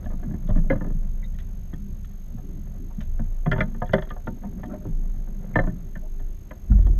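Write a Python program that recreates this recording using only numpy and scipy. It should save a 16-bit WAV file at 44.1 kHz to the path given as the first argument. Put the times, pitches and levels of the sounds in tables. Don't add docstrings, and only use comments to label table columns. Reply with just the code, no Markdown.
import sys
import numpy as np
from scipy import signal
from scipy.fft import rfft, irfft
from scipy.io import wavfile
from scipy.ndimage import uniform_filter1d

SR = 44100
rng = np.random.default_rng(int(sys.argv[2]) if len(sys.argv) > 2 else 0)


def unload_audio(sound):
    columns = np.transpose(np.atleast_2d(sound))
    steps = np.round(np.clip(columns, -1, 1) * 32767)
    wavfile.write(sys.argv[1], SR, steps.astype(np.int16))


N = 308259
TIME_S = np.arange(N) / SR
EDGE_HZ = 14900

# (time [s], big panels [dB before trim], small panels [dB], wash [dB before trim])
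SEA_LEVELS = [(0.0, -45, -55, -56.5), (0.33, -37.5, -55.5, -57.5), (0.72, -32.5, -50.5, -53.5),
              (0.97, -41, -58.5, -61), (2.26, -47.5, -62, -64.5), (2.59, -40.5, -61.5, -60),
              (3.46, -57, -57, -61.5), (3.64, -37, -51.5, -46), (3.83, -41, -66, -59),
              (4.05, -53, -63, -48), (4.3, -48, -62, -61), (4.48, -50, -64, -51.5), (4.67, -41, -46.5, -59),
              (5.3, -43, -56.5, -59), (5.65, -31, -54, -50), (5.99, -52, -54, -66.5),
              (6.58, -52.5, -59, -60), (6.99, -38, -50, -54)]
# (frequency [Hz], width [Hz], relative level [dB])
BIG_PANELS = [(119.8, 14, -1), (165.3, 20, 0), (199, 10.6, 2), (231.6, 12, -8)]
SMALL_PANELS = [(240, 12, -4), (275, 80, -7), (344.6, 14, -8.5), (393.4, 10, -2)]
# (frequency [Hz], relative density [dB per Hz])
WASH_SPECTRUM = [(250, -5.5), (390, 9), (445, -0.5), (520, 6), (625, 4), (730, 4), (830, -5.5), (1100, -7),
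                 (1600, -11), (2100, -14.5), (2800, -30.5), (6000, -46)]

# (time [s], level [dB])
SWAY_LEVELS = [(0.0, -47), (0.1, -23.5), (0.37, -34.5), (0.56, -13.5), (0.82, -28), (0.93, -21),
               (1.63, -34), (3.06, -31.5), (3.11, -22), (4.85, -39.5), (4.94, -20.5), (5.51, -33.5),
               (5.65, -18), (5.74, -34.5), (6.27, -25), (6.52, -48), (6.85, -21), (6.99, -26.5)]
# (frequency [Hz], relative density [dB per Hz])
WIND_SPECTRUM = [(20, -22), (36, -2.5), (48, 2), (62, -5.5), (80, -5), (100, -11), (160, -22), (300, -54.5),
                 (1500, -100)]
BREEZE_DB, GUST_DB = -40.5, -20.5
GUST_S, GUST_RISE_S, GUST_HOLD_S, GUST_FALL_DB_PER_S = 6.69, 0.03, 0.16, 101.5
SHUDDER_DB, SHUDDER_HZ, SHUDDER_SAG_HZ_PER_S = -13, 49.6, 30

# (frequency [Hz], relative density [dB per Hz])
HISS_SPECTRUM = [(100, 7), (1500, 4.5), (4000, -1.5), (5500, -5.5), (7500, -5.5), (9500, -11),
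                 (11000, -8.5), (14000, -19.5)]
HISS_DB = -66.5

# (time [s], level before envelope [dB], decay [s])
SCUFFS = [(.04, -61, 0.025), (0.474, -54.5, 0.016), (1.386, -53, 0.02), (2.045, -53.5, 0.0088),
          (3.005, -48, 0.017), (4.268, -53.5, .012)]
# (frequency [Hz], relative density [dB per Hz])
SCUFF_SPECTRUM = [(300, -31), (1000, -4.5), (1800, 3.5), (2500, -5), (3700, -2.5), (4600, -20), (6000, -12),
                  (12000, -40)]

# (time [s], force [dB], weight: extra thud [dB], hollowness: extra bonk [dB],
# hardness: extra treble [dB], struck spot's own note [Hz])
KNOCKS = [(.057, -47, 12.5, -1, -0.5, 614), (.102, -51.5, 1, -2, -6, 1380),
          (.131, -49.5, 13.5, 1, -20, 1110), (.228, -49, 9, 11, -3, 670), (.308, -52, 23.5, 13, -4.5, 666),
          (.337, -50, 14.5, 16, -7, 650), (.487, -40, 16, -4, -20, 614), (.501, -41.5, 15.5, -19, -17, 720),
          (.556, -41, 16.5, 4, -14, 620), (.576, -43, 13, -2, -7, 616), (.6995, -29.5, 3, 13, -2, 1540),
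          (.707, -35.5, -3, 7, -3, 1380), (.724, -32.5, 6, 0, -9, 526), (.753, -43, 11, 7, -9, 534),
          (.772, -50, 7, 6, -10.5, 620), (.808, -40, 9, 6, -9.5, 684), (.843, -45, 6, 10, -7, 674),
          (.865, -47.5, 10, 12, -18, 620), (.902, -49, 14.5, 5, -9, 610), (1.729, -53, 17.5, 14, -1, 1120),
          (2.381, -52, 8, -16, -8, 720), (3.01, -55.5, 9, -8, 7, 1010), (3.192, -43.5, -3, 9, -7, 660),
          (3.459, -30.5, 1, 0, -6.5, 840), (3.514, -36, 7.5, 6, 19, 1370), (3.527, -35, 4, 3, 12.5, 1380),
          (3.559, -37, 7, -7, -1, 900), (3.58, -34.5, 5.5, -1, 2.5, 1500), (3.604, -29.5, 2, 0.5, 13, 1570),
          (3.744, -52, 14.5, -2, 1, 1220), (3.817, -30.5, 3, -15, -8, 1640),
          (3.891, -50.5, 16, 4, 10, 1770), (3.932, -21.5, 0, 4.5, 5, 595), (3.98, -31, -8, 0, -5, 620),
          (4.021, -40, -10, -2.5, -4, 620), (4.104, -39.5, -2.5, -3.5, 2.5, 1220),
          (4.163, -42.5, -15, -19, -13, 720), (4.27, -35, 5, 1, -6, 1400), (4.434, -42.5, -13, 1, -18, 720),
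          (4.632, -38, -11, 3, -2.5, 720), (4.851, -42.5, 15.5, 1.5, -35, 524),
          (5.272, -54.5, 8, -2, -8, 715), (5.556, -21.5, 0, -0.5, -5.5, 577),
          (5.587, -26.5, -6, 4, -5, 1510), (5.635, -39.5, 5, 5, -9, 623), (5.671, -38.5, 3, 6.5, -10, 620),
          (5.955, -50, 12.5, 1, 5.5, 570), (6.198, -54.5, 10.5, 3, -5, 1110),
          (6.508, -43, -3.5, 2, 3.5, 980), (6.716, -49.5, 21.5, -4, -7, 725), (6.785, -46, 6, 4, -15, 610),
          (6.865, -43.5, 4.5, -1, -16, 717)]
# (time [s], force plus weight [dB], deck's note there [Hz])
STEPS = [(0.263, -28.5, 112), (0.303, -31, 116), (.945, -31.5, 163), (2.342, -32.5, 116), (2.978, -29, 151),
         (3.194, -28.5, 217), (3.461, -19, 162), (4.885, -28, 149), (6.699, -21.5, 113.7)]
STEP_WEIGHT_DB, STEP_HARDNESS_DB = 37, -9.5
REGISTER_EDGES_HZ = [70, 245, 440, 1300, 2500, 6000]
# (gain over force [dB], share of weight [dB/dB],
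# share of hollowness [dB/dB], share of hardness [dB/dB])
REGISTER_FEEDS = [(0.5, 1, 0, 0.17), (-4.5, 0.32, 0.72, -0.15), (0.15, 0.029, 0, 0.12),
                  (-6, 0.067, 0.16, 0.77), (-24.5, 0.036, 0, 0.95)]
# (frequency [Hz], relative level [dB], t60 [s])
BOAT_MODES = [(84.4, -3, 0.15), (117, -0.5, 0.18), (160, -1.5, 0.22), (195.5, -4, 0.25), (222, -1, 0.15),
              (287.5, -4, 0.083), (384.6, -10.5, 0.13), (509.2, -3.5, 0.13), (550, -6, 0.08),
              (617.3, 0, 0.094), (720, -5, 0.11), (905.5, -8, 0.12), (1007, -10.5, 0.08), (1223, -9, 0.095),
              (1404, -7.5, 0.052), (1524, -7.5, 0.086), (1716, 1.5, 0.055), (1792, -2.5, 0.055),
              (1970, -4.5, 0.045), (2082, -13, 0.079), (2390, -13.5, 0.03), (2806, 5.5, 0.023),
              (3155, 3.5, 0.029), (3380, 5.5, 0.017), (4420, -15, 0.027), (4840, -23, 0.048)]
# (frequency [Hz], relative density [dB per Hz])
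CRACK_SPECTRUM = [(60, -9.5), (150, 10.5), (300, 6.5), (440, -11.5), (560, -27), (850, -13), (1100, -7.5),
                  (1750, -9), (2050, -24), (2280, -26.5), (2700, -27), (3400, -19), (3900, -44),
                  (5200, -33), (12000, -68)]
LEVEL_WINDOW_S = .02
CLIMB_S = .0011
ON_SIDE_S = (3.4, 4.4)
FLOOR_PANEL_HZ, SIDE_PANEL_HZ, PANEL_DB, PANEL_OCTAVES = 290, 365, 11.5, 0.27

# (time [s], relative level [dB], favoured mode [Hz])
HOLLOW_HITS = [(.066, -38, 720), (.489, -35, 615), (.501, -38, 1050), (.502, -32.5, 712), (.577, -34, 625),
               (.662, -40, 618), (.706, -14, 544), (.728, -29, 542), (3.818, -19, 1228), (3.819, -20, 722),
               (3.936, -13, 545.6), (4.273, -21.5, 1387), (4.634, -30.5, 724), (5.59, -17.5, 548),
               (5.637, -41, 627), (6.718, -34.5, 1400), (6.865, -40, 1050)]
# (frequency [Hz], relative level [dB], t60 [s])
HOLLOW_MODES = [(543.7, 2.5, 0.083), (608.6, 4.5, 0.12), (715, 1.5, 0.088), (1055, 0, .045),
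                (1228, -2, 0.044), (1398, -1, 0.036)]

# (time [s], length [s], relative level [dB], most drummed panel note [Hz])
LAPS = [(0.215, 0.13, -40.5, 268), (1.739, 0.25, -39, 180), (2.417, 0.2, -43, 284), (2.774, 0.13, -43, 252),
        (3.642, 0.15, -42, 222), (4.254, 0.14, -39.5, 263), (4.397, 0.28, -35, 199),
        (4.625, 0.18, -36.5, 257), (5.678, 0.1, -33.5, 197), (6.8, 0.19, -42.5, 331)]
LAP_PEAK = 0.37

# (time [s], relative level [dB])
TICKS = [(.476, -52), (0.499, -48), (.556, -52), (1.345, -54), (1.4, -48), (1.736, -44), (2.046, -50.5),
         (2.108, -60), (3.464, -46), (3.513, -29), (3.585, -46), (3.604, -31), (3.628, -43), (3.858, -47),
         (3.874, -46.5), (3.922, -44), (3.933, -22), (3.963, -46), (3.982, -37.5), (4.021, -36.5),
         (4.048, -49), (4.089, -46), (4.102, -38.5), (4.657, -52), (6.193, -54), (6.82, -53.5),
         (6.865, -46)]
# (frequency [Hz], relative level [dB], t60 [s])
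FITTING_MODES = [(1865, 3.5, 0.032), (3210, -6, 0.033), (3360, -6, 0.041)]

# (time [s], relative level [dB], favoured mode [Hz])
RAIL_HITS = [(.7, -19, 2076), (.701, -20, 1665), (.725, -28, 1710), (.809, -35, 1770), (.844, -45, 2090),
             (.865, -47, 1800), (.902, -50, 1785), (3.517, -28, 1810), (3.605, -11, 1740),
             (3.82, -29.5, 1690), (3.934, -17, 1770), (5.557, -8, 1793), (5.588, -15, 1785),
             (5.589, -25, 2065), (5.671, -37, 1790), (5.696, -40, 1794), (5.954, -32, 1795),
             (6.508, -36, 1785)]
# (frequency [Hz], relative level [dB], t60 [s])
RAIL_MODES = [(1680, 1, 0.058), (1774, 3, 0.045), (2060, 0, 0.043), (3070, -20, .05), (4000, -27, 0.15)]

# (time [s], level [dB], mid pitch [Hz], length [s], rise [octaves])
PLIPS = [(1.224, -56, 2020, 0.042, 0.072), (1.239, -60.5, 3740, 0.033, 0.011),
         (2.902, -59, 932, 0.034, 0.089), (4.692, -55, 1360, 0.057, 0.16), (5.538, -53, 2080, 0.026, .03),
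         (5.666, -60, 7000, 0.0058, 0.37), (6.016, -54.5, 624, 0.089, 0.05)]

# (time [s], relative level [dB])
SCRAPE_LEVELS = [(4.65, -66), (4.70, -47), (4.74, -41), (4.79, -56.5), (4.838, -58), (4.866, -45),
                 (4.93, -74)]
# (frequency [Hz], width [Hz], relative level [dB])
SOLE_MODES = [(530, 22, -10), (612, 19, 7), (734, 7.8, -2), (900, 27, -11)]


def amp(db):
    return 10 ** (np.asarray(db) / 20)


def unit(x):
    return x / np.sqrt(np.mean(x ** 2) + 1e-20)


def follow(rows):
    times_s, *columns = np.transpose(rows)
    return [np.interp(TIME_S, times_s, column) for column in columns]


def read(points, hz):
    point_hz, db = np.transpose(points)
    return np.interp(np.log(hz + 1), np.log(point_hz), db)


def add(mix, start_s, sound):
    part = mix[max(round(start_s * SR), 0):][:len(sound)]
    part += sound[:len(part)]


def noise(points):
    gain = amp(read(points, np.fft.rfftfreq(N, 1 / SR)))
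    return unit(irfft(rfft(rng.standard_normal(N)) * gain, N))


def drift(knots_per_s):
    knots = rng.standard_normal(int(knots_per_s * N / SR) + 2)
    return unit(np.interp(TIME_S * knots_per_s, np.arange(len(knots)), knots))


def steadied(x, span_s):
    power = np.abs(uniform_filter1d(x ** 2, int(span_s * SR)))
    return x / np.sqrt(power + 1e-9)


def causal(points, size=4096):
    log_gain = np.log(amp(read(points, np.abs(np.fft.fftfreq(size, 1 / SR)))))
    spectrum = np.exp(np.conj(signal.hilbert(log_gain)))
    return np.fft.ifft(spectrum).real[:size // 2]


def decays(modes, t):
    _, db, t60_s = np.transpose(modes)
    return amp(db[:, None] - 60 * t / t60_s[:, None])


def favour(hz, note_hz, octaves):
    return np.exp(-(np.log2(hz / note_hz) / octaves) ** 2)


def panels(modes, even_s=0.15, skirt=0.58):
    hz = np.fft.rfftfreq(N, 1 / SR)
    response = sum(amp(db) / (1 + skirt * ((hz - mode_hz) / width_hz) ** 2) ** 2
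                   for mode_hz, width_hz, db in modes)
    return steadied(irfft(rfft(rng.standard_normal(N)) * response, N), even_s)


def grains(points, per_s, t60_s, spread_db=4, count=12, size=2000):
    out, t = np.zeros(N), np.arange(size) / SR
    happens = rng.random(N) < per_s / SR
    sizes = amp(spread_db * np.minimum(rng.exponential(1, N), 2)) * happens
    kind = rng.integers(0, count, N)
    rings = rng.standard_normal((count, size)) * amp(-60 * t / t60_s)
    for k, ring in enumerate(rings):
        out += signal.oaconvolve(sizes * (kind == k), ring)[:N]
    return unit(signal.oaconvolve(out, causal(points))[:N])


def sea(big_trim_db=-0.5, wash_trim_db=-0.5, lap_db=2.5, slaps_per_s=45, slap_t60_s=0.04, slap_size=0.6):
    big_db, small_db, wash_db = follow(SEA_LEVELS)
    drum = amp(big_db + big_trim_db) * panels(BIG_PANELS) + amp(small_db) * panels(SMALL_PANELS)
    choppy = slap_size * amp(wash_db - np.median(wash_db))
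    slaps = grains(WASH_SPECTRUM, slaps_per_s, slap_t60_s)
    water = (noise(WASH_SPECTRUM) + choppy * slaps) / np.hypot(1, choppy)
    return drum + amp(wash_db + wash_trim_db + lap_db * drift(40)) * water


def gust():
    t = TIME_S - GUST_S
    fall_s = np.maximum(t - GUST_RISE_S - GUST_HOLD_S, 0)
    return np.clip(t / GUST_RISE_S, 0, 1) * amp(-GUST_FALL_DB_PER_S * fall_s)


def mast(db, hz, waver_db=0.3):
    phase = 2 * np.pi * (np.cumsum(hz) / SR + rng.random())
    return amp(db + waver_db * drift(23)) * np.sqrt(2) * np.sin(phase)


def shaking(sway_hz=27, wander_hz=1.1):
    sway_db, = follow(SWAY_LEVELS)
    sway = mast(sway_db, sway_hz + wander_hz * drift(7.3))
    shudder_hz = SHUDDER_HZ - SHUDDER_SAG_HZ_PER_S * np.maximum(TIME_S - GUST_S, 0)
    return sway + gust() * mast(SHUDDER_DB, shudder_hz)


def wind(lumps_db=3.5):
    level = amp(BREEZE_DB + lumps_db * drift(9.1)) + amp(GUST_DB) * gust()
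    return level * steadied(noise(WIND_SPECTRUM), 0.085)


def electronics(whine_hz=6445, whine_db=-63, octave_db=-65.0, slip_rad=1.6, pictures_per_s=47.952):
    pictures = TIME_S * pictures_per_s + .69
    gate = uniform_filter1d(1. * (pictures % 1 < .42), 16)
    restart_rad = slip_rad * rng.standard_normal(int(pictures[-1]) + 2)
    phase = 2 * np.pi * whine_hz * TIME_S + restart_rad[(pictures + .2).astype(int)]
    whine = np.sqrt(2) * (amp(whine_db) * np.sin(phase) + amp(octave_db) * np.sin(2 * phase))
    return gate * whine + amp(HISS_DB) * noise(HISS_SPECTRUM)


def scuffs(rise_s=0.0005, grain_db=3):
    level, t = np.zeros(N), np.arange(SR // 4) / SR
    for start_s, db, decay_s in SCUFFS:
        add(level, start_s, amp(db) * (1 - np.exp(-t / rise_s)) * np.exp(-t / decay_s))
    return level * amp(grain_db * drift(600)) * noise(SCUFF_SPECTRUM)


def blows():
    footfalls = [(start_s, db - STEP_WEIGHT_DB, STEP_WEIGHT_DB, 0, STEP_HARDNESS_DB, note_hz)
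                 for start_s, db, note_hz in STEPS]
    return KNOCKS + footfalls


def knock(levels_db, note_hz, fades, chatter=0.27, chatter_s=0.0066, crack_db=-10, crack_t60_s=0.049,
          tail_db=-26, tail_t60_s=0.22, spot_db=2, note_db=10, note_octaves=0.11):
    size, first = fades.shape[1], int(LEVEL_WINDOW_S * SR)
    t, hz = np.arange(size) / SR, np.transpose(BOAT_MODES)[0]
    contact_s = chatter_s * 2 ** ((max(levels_db) + 26.0) / 20)
    force = chatter * rng.standard_normal(size) * (rng.random(size) < .1) * np.exp(-t / contact_s)
    force[0] = 1
    spot_gain_db = note_db * favour(hz, note_hz, note_octaves) + spot_db * rng.standard_normal(len(hz))
    gains = amp(spot_gain_db) * rng.choice([-1, 1], len(hz))
    pitch_hz = hz * (1 + 0.0082 * rng.standard_normal(len(hz)))
    rings = gains[:, None] * fades * np.sin(2 * np.pi * pitch_hz[:, None] * t)
    blur_fade = amp(-60 * t / crack_t60_s) + amp(tail_db - 60 * t / tail_t60_s)
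    blur = signal.fftconvolve(rng.standard_normal(size) * blur_fade, causal(CRACK_SPECTRUM))[:size]
    climb = (1 - np.exp(-t / CLIMB_S)) ** 2
    out = np.zeros(size)
    for lo_hz, hi_hz, level_db in zip(REGISTER_EDGES_HZ, REGISTER_EDGES_HZ[1:], levels_db):
        top_hz = hi_hz if hi_hz < REGISTER_EDGES_HZ[-1] else EDGE_HZ
        band = signal.butter(3, [lo_hz, top_hz], "band", fs=SR, output="sos")
        in_band = (hz >= lo_hz) & (hz < hi_hz)
        ring = signal.fftconvolve(rings[in_band].sum(0), force)[:size]
        ring, crack = signal.sosfilt(band, np.array([ring, blur]) * climb)
        part = ring / ring[:first].std() + amp(crack_db) * crack / crack[:first].std()
        out += amp(level_db) * part / part[:first].std()
    return out


def deck(size=12000):
    out, fades = np.zeros(N), decays(BOAT_MODES, np.arange(size) / SR)
    hz, feeds = np.transpose(BOAT_MODES)[0], np.array(REGISTER_FEEDS)
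    for start_s, force_db, weight_db, hollow_db, hardness_db, note_hz in blows():
        panel_hz = SIDE_PANEL_HZ if ON_SIDE_S[0] < start_s < ON_SIDE_S[1] else FLOOR_PANEL_HZ
        panel = amp(PANEL_DB * favour(hz, panel_hz, PANEL_OCTAVES))
        levels_db = force_db + feeds @ [1, weight_db, hollow_db, hardness_db]
        add(out, start_s, knock(levels_db, note_hz, panel[:, None] * fades))
    return out


def stirred(weight_share, t60_s, rise_s=0.0081):
    energy, t = np.zeros(N), np.arange(SR) / SR
    shape = (1 - np.exp(-t / rise_s)) * amp(-60 * t / t60_s)
    for start_s, force_db, weight_db, *_ in blows():
        add(energy, start_s, (amp(force_db + weight_share * weight_db) * shape) ** 2)
    return np.sqrt(energy)


def aftershock(boom_db=-6, boom_t60_s=0.43, hum_db=-10, hum_t60_s=0.43,
               clatter_db=-25, clatter_t60_s=0.72, rattles_per_s=160, rattle_t60_s=.022):
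    boom = amp(boom_db) * stirred(0.98, boom_t60_s) * steadied(noise(WIND_SPECTRUM), 0.14)
    hum = amp(hum_db) * stirred(0.87, hum_t60_s) * panels(BIG_PANELS)
    rattles = grains(CRACK_SPECTRUM, rattles_per_s, rattle_t60_s)
    clatter = amp(clatter_db) * stirred(0.33, clatter_t60_s) * rattles
    return boom + hum + clatter


def struck(hits, modes, others_db, octaves=0.04, rise_s=0.0018, size=12000):
    out, t, hz = np.zeros(N), np.arange(size) / SR, np.transpose(modes)[0]
    rings = decays(modes, t) * np.sin(2 * np.pi * hz[:, None] * t) * (1 - np.exp(-t / rise_s))
    for start_s, db, note_hz in hits:
        gains = amp(db + others_db * (1 - favour(hz, note_hz, octaves)))
        add(out, start_s, gains @ rings)
    return out


def hollow_gear():
    return struck(HOLLOW_HITS, HOLLOW_MODES, others_db=-24.0)


def laps(note_db=18, note_octaves=0.26):
    out = np.zeros(N)
    for start_s, length_s, db, note_hz in LAPS:
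        knots_s = [start_s, start_s + LAP_PEAK * length_s, start_s + length_s]
        swell = np.sqrt(np.interp(TIME_S, knots_s, [0, 1, 0]))
        modes = [(hz, width_hz, level_db + note_db * favour(hz, note_hz, note_octaves))
                 for hz, width_hz, level_db in BIG_PANELS + SMALL_PANELS]
        out += amp(db) * swell * panels(modes)
    return out


def ticks(scatter=0.02, chatter_s=0.0019, size=3000):
    out, t, hz = np.zeros(N), np.arange(size) / SR, np.transpose(FITTING_MODES)[0]
    fades = decays(FITTING_MODES, t)
    for start_s, db in TICKS:
        pitches_hz = hz * (1 + scatter * rng.standard_normal(len(hz)))
        contact = rng.standard_normal(size) * t * np.exp(-t / chatter_s)
        for fade, pitch_hz in zip(fades, pitches_hz):
            ring = signal.fftconvolve(fade * np.sin(2 * np.pi * pitch_hz * t), contact)[:size]
            add(out, start_s, amp(db) * fade.std() * unit(ring) / 2)
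    return out


def rail():
    return struck(RAIL_HITS, RAIL_MODES, others_db=-19)


def plips(rough_rad=0.7):
    out = np.zeros(N)
    for start_s, db, hz, length_s, rise_octaves in PLIPS:
        u = np.arange(0, 1, 1 / (length_s * SR))
        glide_hz = hz * 2 ** (rise_octaves * (u - .5))
        phase = 2 * np.pi * np.cumsum(glide_hz) / SR + rough_rad * drift(630)[:len(u)]
        swell = np.sin(np.pi * u ** 0.57) ** 2
        add(out, start_s, amp(db) * unit(swell * np.sin(phase)))
    return out


def scrape(grip_db=3, rub_db=-4):
    db, = follow(SCRAPE_LEVELS)
    sliding = (TIME_S > SCRAPE_LEVELS[0][0]) & (TIME_S < SCRAPE_LEVELS[-1][0])
    friction = unit(panels(SOLE_MODES, even_s=0.16) + amp(rub_db) * noise(WASH_SPECTRUM))
    return sliding * amp(db + grip_db * drift(70)) * friction


def scene():
    steady = sea() + shaking() + wind() + electronics()
    gear = scuffs() + deck() + aftershock() + hollow_gear() + ticks() + rail() + scrape()
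    return (steady + gear + laps() + plips())[None]


def record(dry):
    lowpass = signal.firwin(511, EDGE_HZ, window=("kaiser", 9), fs=SR)
    return signal.oaconvolve(dry, lowpass[None], "same")


dry = scene()
out = record(dry)
unload_audio(out)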